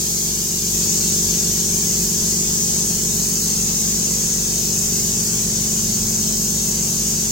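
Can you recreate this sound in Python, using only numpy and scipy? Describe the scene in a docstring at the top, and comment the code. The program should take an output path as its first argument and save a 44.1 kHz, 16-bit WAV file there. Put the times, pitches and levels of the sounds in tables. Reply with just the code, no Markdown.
"""In a small office, an electrostatic sprayer runs a few metres from a phone with two microphone ports.
The air jet of the spray gun hisses without a break: coloured noise, brighter when it swings towards the phone.
The piston compressor in its steel trolley drones: sine tones at multiples of its shaft speed.
Filtered noise makes the cabinet rumble and the cooling air; further tones make hum, swelling drones and a whine.
The room blends it all: low sounds are nearly alike at both ports, high ones differ."""
import sys
import numpy as np
from scipy import signal
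from scipy.fft import rfft, irfft
from scipy.io import wavfile
from scipy.ndimage import map_coordinates

SR = 44100
rng = np.random.default_rng(int(sys.argv[2]) if len(sys.argv) > 2 else 0)


def dump_mix(stems):
    """Bounce the given channels to the path in sys.argv[1] as a 16-bit WAV at rate SR."""
    frames = np.atleast_2d(stems).T  # one column per channel
    limited = np.clip(frames, -1, 1)  # hard clip at full scale
    pcm = np.round(limited * 32767).astype(np.int16)
    wavfile.write(sys.argv[1], SR, pcm)


N = 322371
TIME = np.arange(N) / SR  # t/s
FREQ = np.maximum(np.fft.rfftfreq(N, 1 / SR), 1)  # f/Hz
PORT_DELAY_S = 0.159 / 343  # distance between the ports in m, over the speed of sound in m/s
PORT_SIGNS = np.array([[1], [-1]])  # left, right
MIDWAY_S = 3.65  # steady level drifts pass through zero here
SHAFT_HZ = 24.07


def undb(db):
    """Turn decibels into a gain."""
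    return 10 ** (np.asarray(db) / 20)


def level(x, db):
    """Scale a sound to an rms level in dB."""
    return x * undb(db) / np.sqrt(np.mean(x ** 2))


def colour(points):
    """Draw a smooth gain curve over frequency through (f/Hz, level/dB) points."""
    hz, db = np.transpose(points)
    return undb(np.interp(np.log(FREQ), np.log(hz), db))


def walk(rate):
    """Smooth random change, about rate times a second, with an rms of 1."""
    smooth = np.exp(-(np.fft.rfftfreq(N, 1 / SR) / rate) ** 2)
    return level(irfft(rfft(rng.standard_normal(N)) * smooth, N), 0)


def swell(peak_s, attack_s, release_s):
    """A smooth bump of height 1 with its own rise and fall times."""
    side_s = np.where(TIME < peak_s, attack_s, release_s)
    return np.exp(-((TIME - peak_s) / side_s) ** 2)


def likeness(hz):
    """Sound from all round the room is alike at both ports only where its waves are long."""
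    return .99 * np.sinc(2 * hz * PORT_DELAY_S)


def room_noise(gain):
    """Turbulence as the two ports hear it after many reflections: noise that is partly shared."""
    mid, side = rfft(rng.standard_normal((2, N)))
    alike = likeness(FREQ)
    mid = mid * np.sqrt(1 + alike)
    side = side * np.sqrt(1 - alike)
    return level(irfft(np.array([mid + side, mid - side]) * gain, N), 0)


def room_tone(hz, clock, db, wander_db, phase, spread=0.34):
    """A tone whose level and phase drift as the phone moves through the room's standing waves."""
    apart = spread * np.arccos(likeness(hz)) / 2 * rng.choice([-1, 1]) * PORT_SIGNS
    angle = 2 * np.pi * hz * clock + phase + 0.074 * wander_db * walk(1.0)
    gain = np.sqrt(2) * undb(db + wander_db * walk(0.64))  # a sine's peak is root two times its rms
    return gain * np.cos(angle + apart)


# Colour of the air jet at the nozzle: f/Hz, relative level/dB
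JET_COLOUR = [(300, -26.5), (1300, -24), (2000, -22.5), (2700, -18), (3300, -15.5), (4100, -12),
              (4700, -7.5), (5300, -3.5), (5800, -2), (6400, 3.5), (6900, 1.36), (7600, -1.3), (8200, -3.5),
              (8800, -12), (12200, -13.5), (15700, -10)]
# How the two ports differ in colour: f/Hz, left minus right level/dB
PORT_COLOUR = [(300, 29.5), (800, 10), (2400, 1.5), (5100, -1), (5800, 6.5), (6350, 5.5), (7000, 0),
               (7600, -4.5), (8700, -2), (12000, 0.2)]


def spray(beam_hz, near_db, body_hz, body_width_hz, body_shake_db, core_hz, core_width_hz):
    """The jet's turbulence hisses: a smooth core, grainier noise above and below it, an aimed treble beam."""
    hiss_db, top_db = aim(shake_db=0.07, top_shake_db=-0.1, shake_rate=12, top_rest_db=0.8)
    air = level(room_noise(1) + undb(near_db) * near_paths(sway_s=0.000293), 0)
    core = np.exp(-((FREQ - core_hz) / core_width_hz) ** 4)
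    outer = roughen(air, depth_db=7, band_hz=30, hold_s=.04)
    air = rfft(air) * core + rfft(outer) * (1 - core)
    ports = colour(PORT_COLOUR) ** (PORT_SIGNS / 2)  # half the difference goes to each port
    jet = level(irfft(air * colour(JET_COLOUR) * ports, N), 0)
    beam = irfft(rfft(jet) / (1 + (beam_hz / FREQ) ** 10), N)
    body = irfft(rfft(jet) * np.exp(-((FREQ - body_hz) / body_width_hz) ** 2), N)
    # the body is up to 3 dB fuller at first, while the gun points at the floor
    body_db = 3 * swell(0, 1.2, 1.2) + body_shake_db * walk(5.5)
    return (jet + beam * (undb(top_db) - 1) + body * (undb(body_db) - 1)) * undb(hiss_db)


# Broad swells of the hiss as the gun sweeps over chairs and desks: peak t/s, half length t/s, level/dB
GUN_SWEEPS = [(1.08, 0.23, 0.9), (2.45, 0.38, 0.5), (4.0, 0.33, .5), (5.07, 0.48, 0.5), (7.2, 0.14, 0.8)]
# Moments when the beamed treble brushes the phone, or dips (negative): peak t/s, half length t/s, level/dB
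BEAM_FLASHES = [(.05, 0.28, 3.5), (.45, 0.3, 1.6), (.95, 0.13, 0.2), (1.95, 0.15, 0.5), (3.267, 0.12, 1.5),
                (4.397, .1, -2), (4.95, 0.12, 1.5), (5.55, .1, -0.8), (6.382, 0.23, 1.1)]


def aim(shake_db, top_shake_db, shake_rate, top_rest_db):
    """Pointing the gun changes the hiss and, separately, its narrow treble beam; the hand is unsteady."""
    sweep_db = sum(db * swell(s, half_s, half_s) for s, half_s, db in GUN_SWEEPS)
    flash_db = sum(db * swell(s, half_s, half_s) for s, half_s, db in BEAM_FLASHES)
    fade_db = 0.21 * (TIME - MIDWAY_S)  # 0.21 dB lost each second
    hiss_db = sweep_db - fade_db + shake_db * walk(shake_rate)
    # take the sweeps out again, so they leave the narrow beam unchanged
    top_db = top_rest_db + flash_db - sweep_db + top_shake_db * walk(shake_rate)
    return hiss_db, top_db


def near_paths(sway_s, count=3):
    """The jet's noise arrives straight and off desks and walls; each path changes as the gun moves."""
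    source, out = rng.standard_normal(N), 0
    for k in range(count):
        delay = k * (.002 + .002 * rng.random()) + sway_s * walk(0.487)
        # the paths reach the ports from the left, the front and the right in turn
        across = (k % 3 - 1 + .05 * walk(1.0)) * PORT_DELAY_S * PORT_SIGNS / 2
        place = np.arange(N) - SR * (delay + .9 * across)
        path = map_coordinates(source, [place], order=5, mode="mirror")
        out = out + path * undb(-.3 * k)
    return level(out, 0)


def roughen(x, depth_db, band_hz, hold_s, size=1024):
    """Narrow-band random gain roughens the noise, mostly shared by both channels."""
    cells = signal.stft(x, nperseg=size)[2]
    chance = rng.standard_normal((3,) + cells.shape[1:])
    chance = chance[:2] + 2 * chance[2]  # own part of each port, plus a stronger shared part
    steps = np.arange(-12, 13)
    across = np.exp(-(steps * SR / size / band_hz) ** 2)  # smooth over frequency
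    along = np.exp(-(steps * size / 2 / SR / hold_s) ** 2)  # smooth over time
    grain = level(signal.fftconvolve(chance, np.outer(across, along)[None], "same"), 0)
    grainy = cells * undb(depth_db * np.tanh(grain))
    return level(signal.istft(grainy, nperseg=size)[1][:, :N], 0)


# Strong tones of the compressor: multiple of the shaft speed, rms level/dB midway, drift in dB per s
SHAFT_TONES = [(2, -38.5, 0), (4, -39, -0.33), (6, -37.5, -0.04), (7, -34.5, -0.43), (9, -32.5, 0.3),
               (10, -53, 0.5), (11, -48.5, 0.5), (12, -55, 0.9), (13, -51, -1), (14, -46.5, -0.5),
               (15, -42, -0.7), (17, -42.5, -0.27), (19, -49.5, -.8), (18, -55.5, -1), (21, -59, 1),
               (22, -58.5, 0), (28, -60.5, 0.5), (46, -64.5, 0)]


def compressor(clock, wander_db, buzz_db, buzz_fall_db, uneven_db, count=48):
    """Piston strokes drone on strong shaft multiples; the casing buzzes on weaker, uneven ones."""
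    strong = {round(k): (db, drift) for k, db, drift in SHAFT_TONES}
    out = 0
    for k in range(2, count + 1):
        hz = k * SHAFT_HZ
        weak_db = buzz_db - buzz_fall_db * abs(np.log2(k / 20)) + rng.uniform(-2.7, 1.4)
        db, drift = strong.get(k, (weak_db, 0))
        # loud tones keep step with the stroke to within 0.27 radians; those at -52 dB or less are scattered
        scatter = 0.27 if db > -52 else np.pi
        # the cabinet booms around 155 Hz, 180 Hz wide, and holds tones back in phase there
        boom_lag = 2 * np.arctan(2 * (hz - 155) / 180)
        phase = scatter * rng.standard_normal() - boom_lag
        # short waves have closer quiet spots, so high tones wander more
        out = out + room_tone(hz, clock, db + drift * (TIME - MIDWAY_S), wander_db * k / 10, phase)
    # the strength is uneven from stroke to stroke
    return out * undb(uneven_db * walk(SHAFT_HZ))


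# Steel panels and cabinet air, shaken by the motor: f/Hz, width f/Hz, relative level/dB
CABINET_MODES = [(35, 9, -1), (52.7, 12, 9), (101, 5.6, 6), (123.7, 13, 9.5), (155, 34, 1),
                 (185.4, 13.3, 10), (198, 6.3, 11), (375.4, 29, 2), (394, 20, -1), (495.5, 12, 1.5),
                 (648.6, 10.4, -3.5), (744, 16, -8.5), (917, 24, -5)]
# Rush of the motor's cooling air: f/Hz, relative level/dB
COOLING_AIR = [(10, -12), (70, -26), (130, -0.5), (280, -3), (450, 1), (600, -3.5), (1000, -4), (1250, -6),
               (1550, -4), (3000, -15.5)]


def cabinet(clock, rumble_db, fan_db, throb):
    """Resonant panels rumble with the two strokes a turn, over cooling air that pulses more faintly."""
    power = sum(undb(db) ** 2 / (1 + (2 * (FREQ - hz) / width) ** 2) ** 1.97
                for hz, width, db in CABINET_MODES)
    stroke = np.exp(throb * np.cos(2 * np.pi * 2 * SHAFT_HZ * clock))
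    rumble = level(room_noise(np.sqrt(power)) * stroke, rumble_db)
    rush = level(room_noise(colour(COOLING_AIR)) * stroke ** 0.5, fan_db)
    return rumble + rush


# Tones that do not follow the shaft: f/Hz, rms level/dB
HUM_TONES = [(200.3, -40), (176, -37), (52.3, -52)]
HUM_WANDER_DB = 1.2  # also used by the whine


def hum():
    """The windings hum at about four times the mains; two lower tones sound with them, apart from the shaft."""
    return sum(room_tone(hz, TIME, db, HUM_WANDER_DB, 2 * np.pi * rng.random()) for hz, db in HUM_TONES)


# Low tones that come and go: peak t/s, f/Hz, rms level/dB at the peak, attack t/s, release t/s
LOW_DRONES = [(0.95, 145, -54, .25, 0.38), (1.2, 88.7, -41, .3, 0.22), (1.95, 185.3, -35, 0.13, .2),
              (3.5, 159.3, -44, .2, 0.44), (4.7, 184, -44, 0.74, 0.18), (5.5, 119.3, -36, 0.68, 0.35),
              (6.05, 120.4, -34.5, 0.26, 0.1), (6.7, 147.8, -43, 0.52, .8), (6.4, 138, -42, .12, .15),
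              (7.0, 141, -39, 0.23, 0.25)]


def drones():
    """Low tones swell and drop away at their own moments, some overlapping."""
    out = 0
    for s, hz, db, attack_s, release_s in LOW_DRONES:
        tone = room_tone(hz, TIME, db, 0.62, 2 * np.pi * rng.random())
        out = out + tone * swell(s, attack_s, release_s)
    return out


def whine(flutter_db, flutter_rate, jitter):
    """A faint, unbroken 650 Hz whine of the machine that flutters in level and pitch."""
    clock = np.cumsum(1 + jitter * walk(flutter_rate)) / SR
    return room_tone(650, clock, -57, HUM_WANDER_DB, 0) * undb(flutter_db * walk(flutter_rate))


def scene():
    """Gun and machine sound together; the whole starts a little lower and comes up once."""
    # the induction motor holds its speed almost exactly
    clock = np.cumsum(1 + 0.00038 * walk(2.6)) / SR
    hiss = spray(beam_hz=9300, near_db=1.0, body_hz=3850, body_width_hz=1200, body_shake_db=0.24,
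                 core_hz=6730, core_width_hz=1770)
    machine = compressor(clock, wander_db=0.86, buzz_db=-64.5, buzz_fall_db=5.5, uneven_db=0.5)
    machine = machine + cabinet(clock, rumble_db=-38.0, fan_db=-40.5, throb=0.14)
    machine = machine + hum() + drones() + whine(flutter_db=3.0, flutter_rate=7.9, jitter=0.00542)
    # 2.5 dB lower until 0.6 s, then up within 0.21 s
    early_db = 2.5 * (np.clip((TIME - 0.6) / 0.21, 0, 1) - 1)
    return (machine + undb(-19.0) * hiss) * undb(early_db)


def record(dry):
    """The phone cuts the top steeply: a low-pass filter at 15900 Hz."""
    low_pass = signal.ellip(12, .1, 80, 15900, fs=SR, output="sos")
    return signal.sosfilt(low_pass, dry)


dry = scene()
out = record(dry)
dump_mix(out)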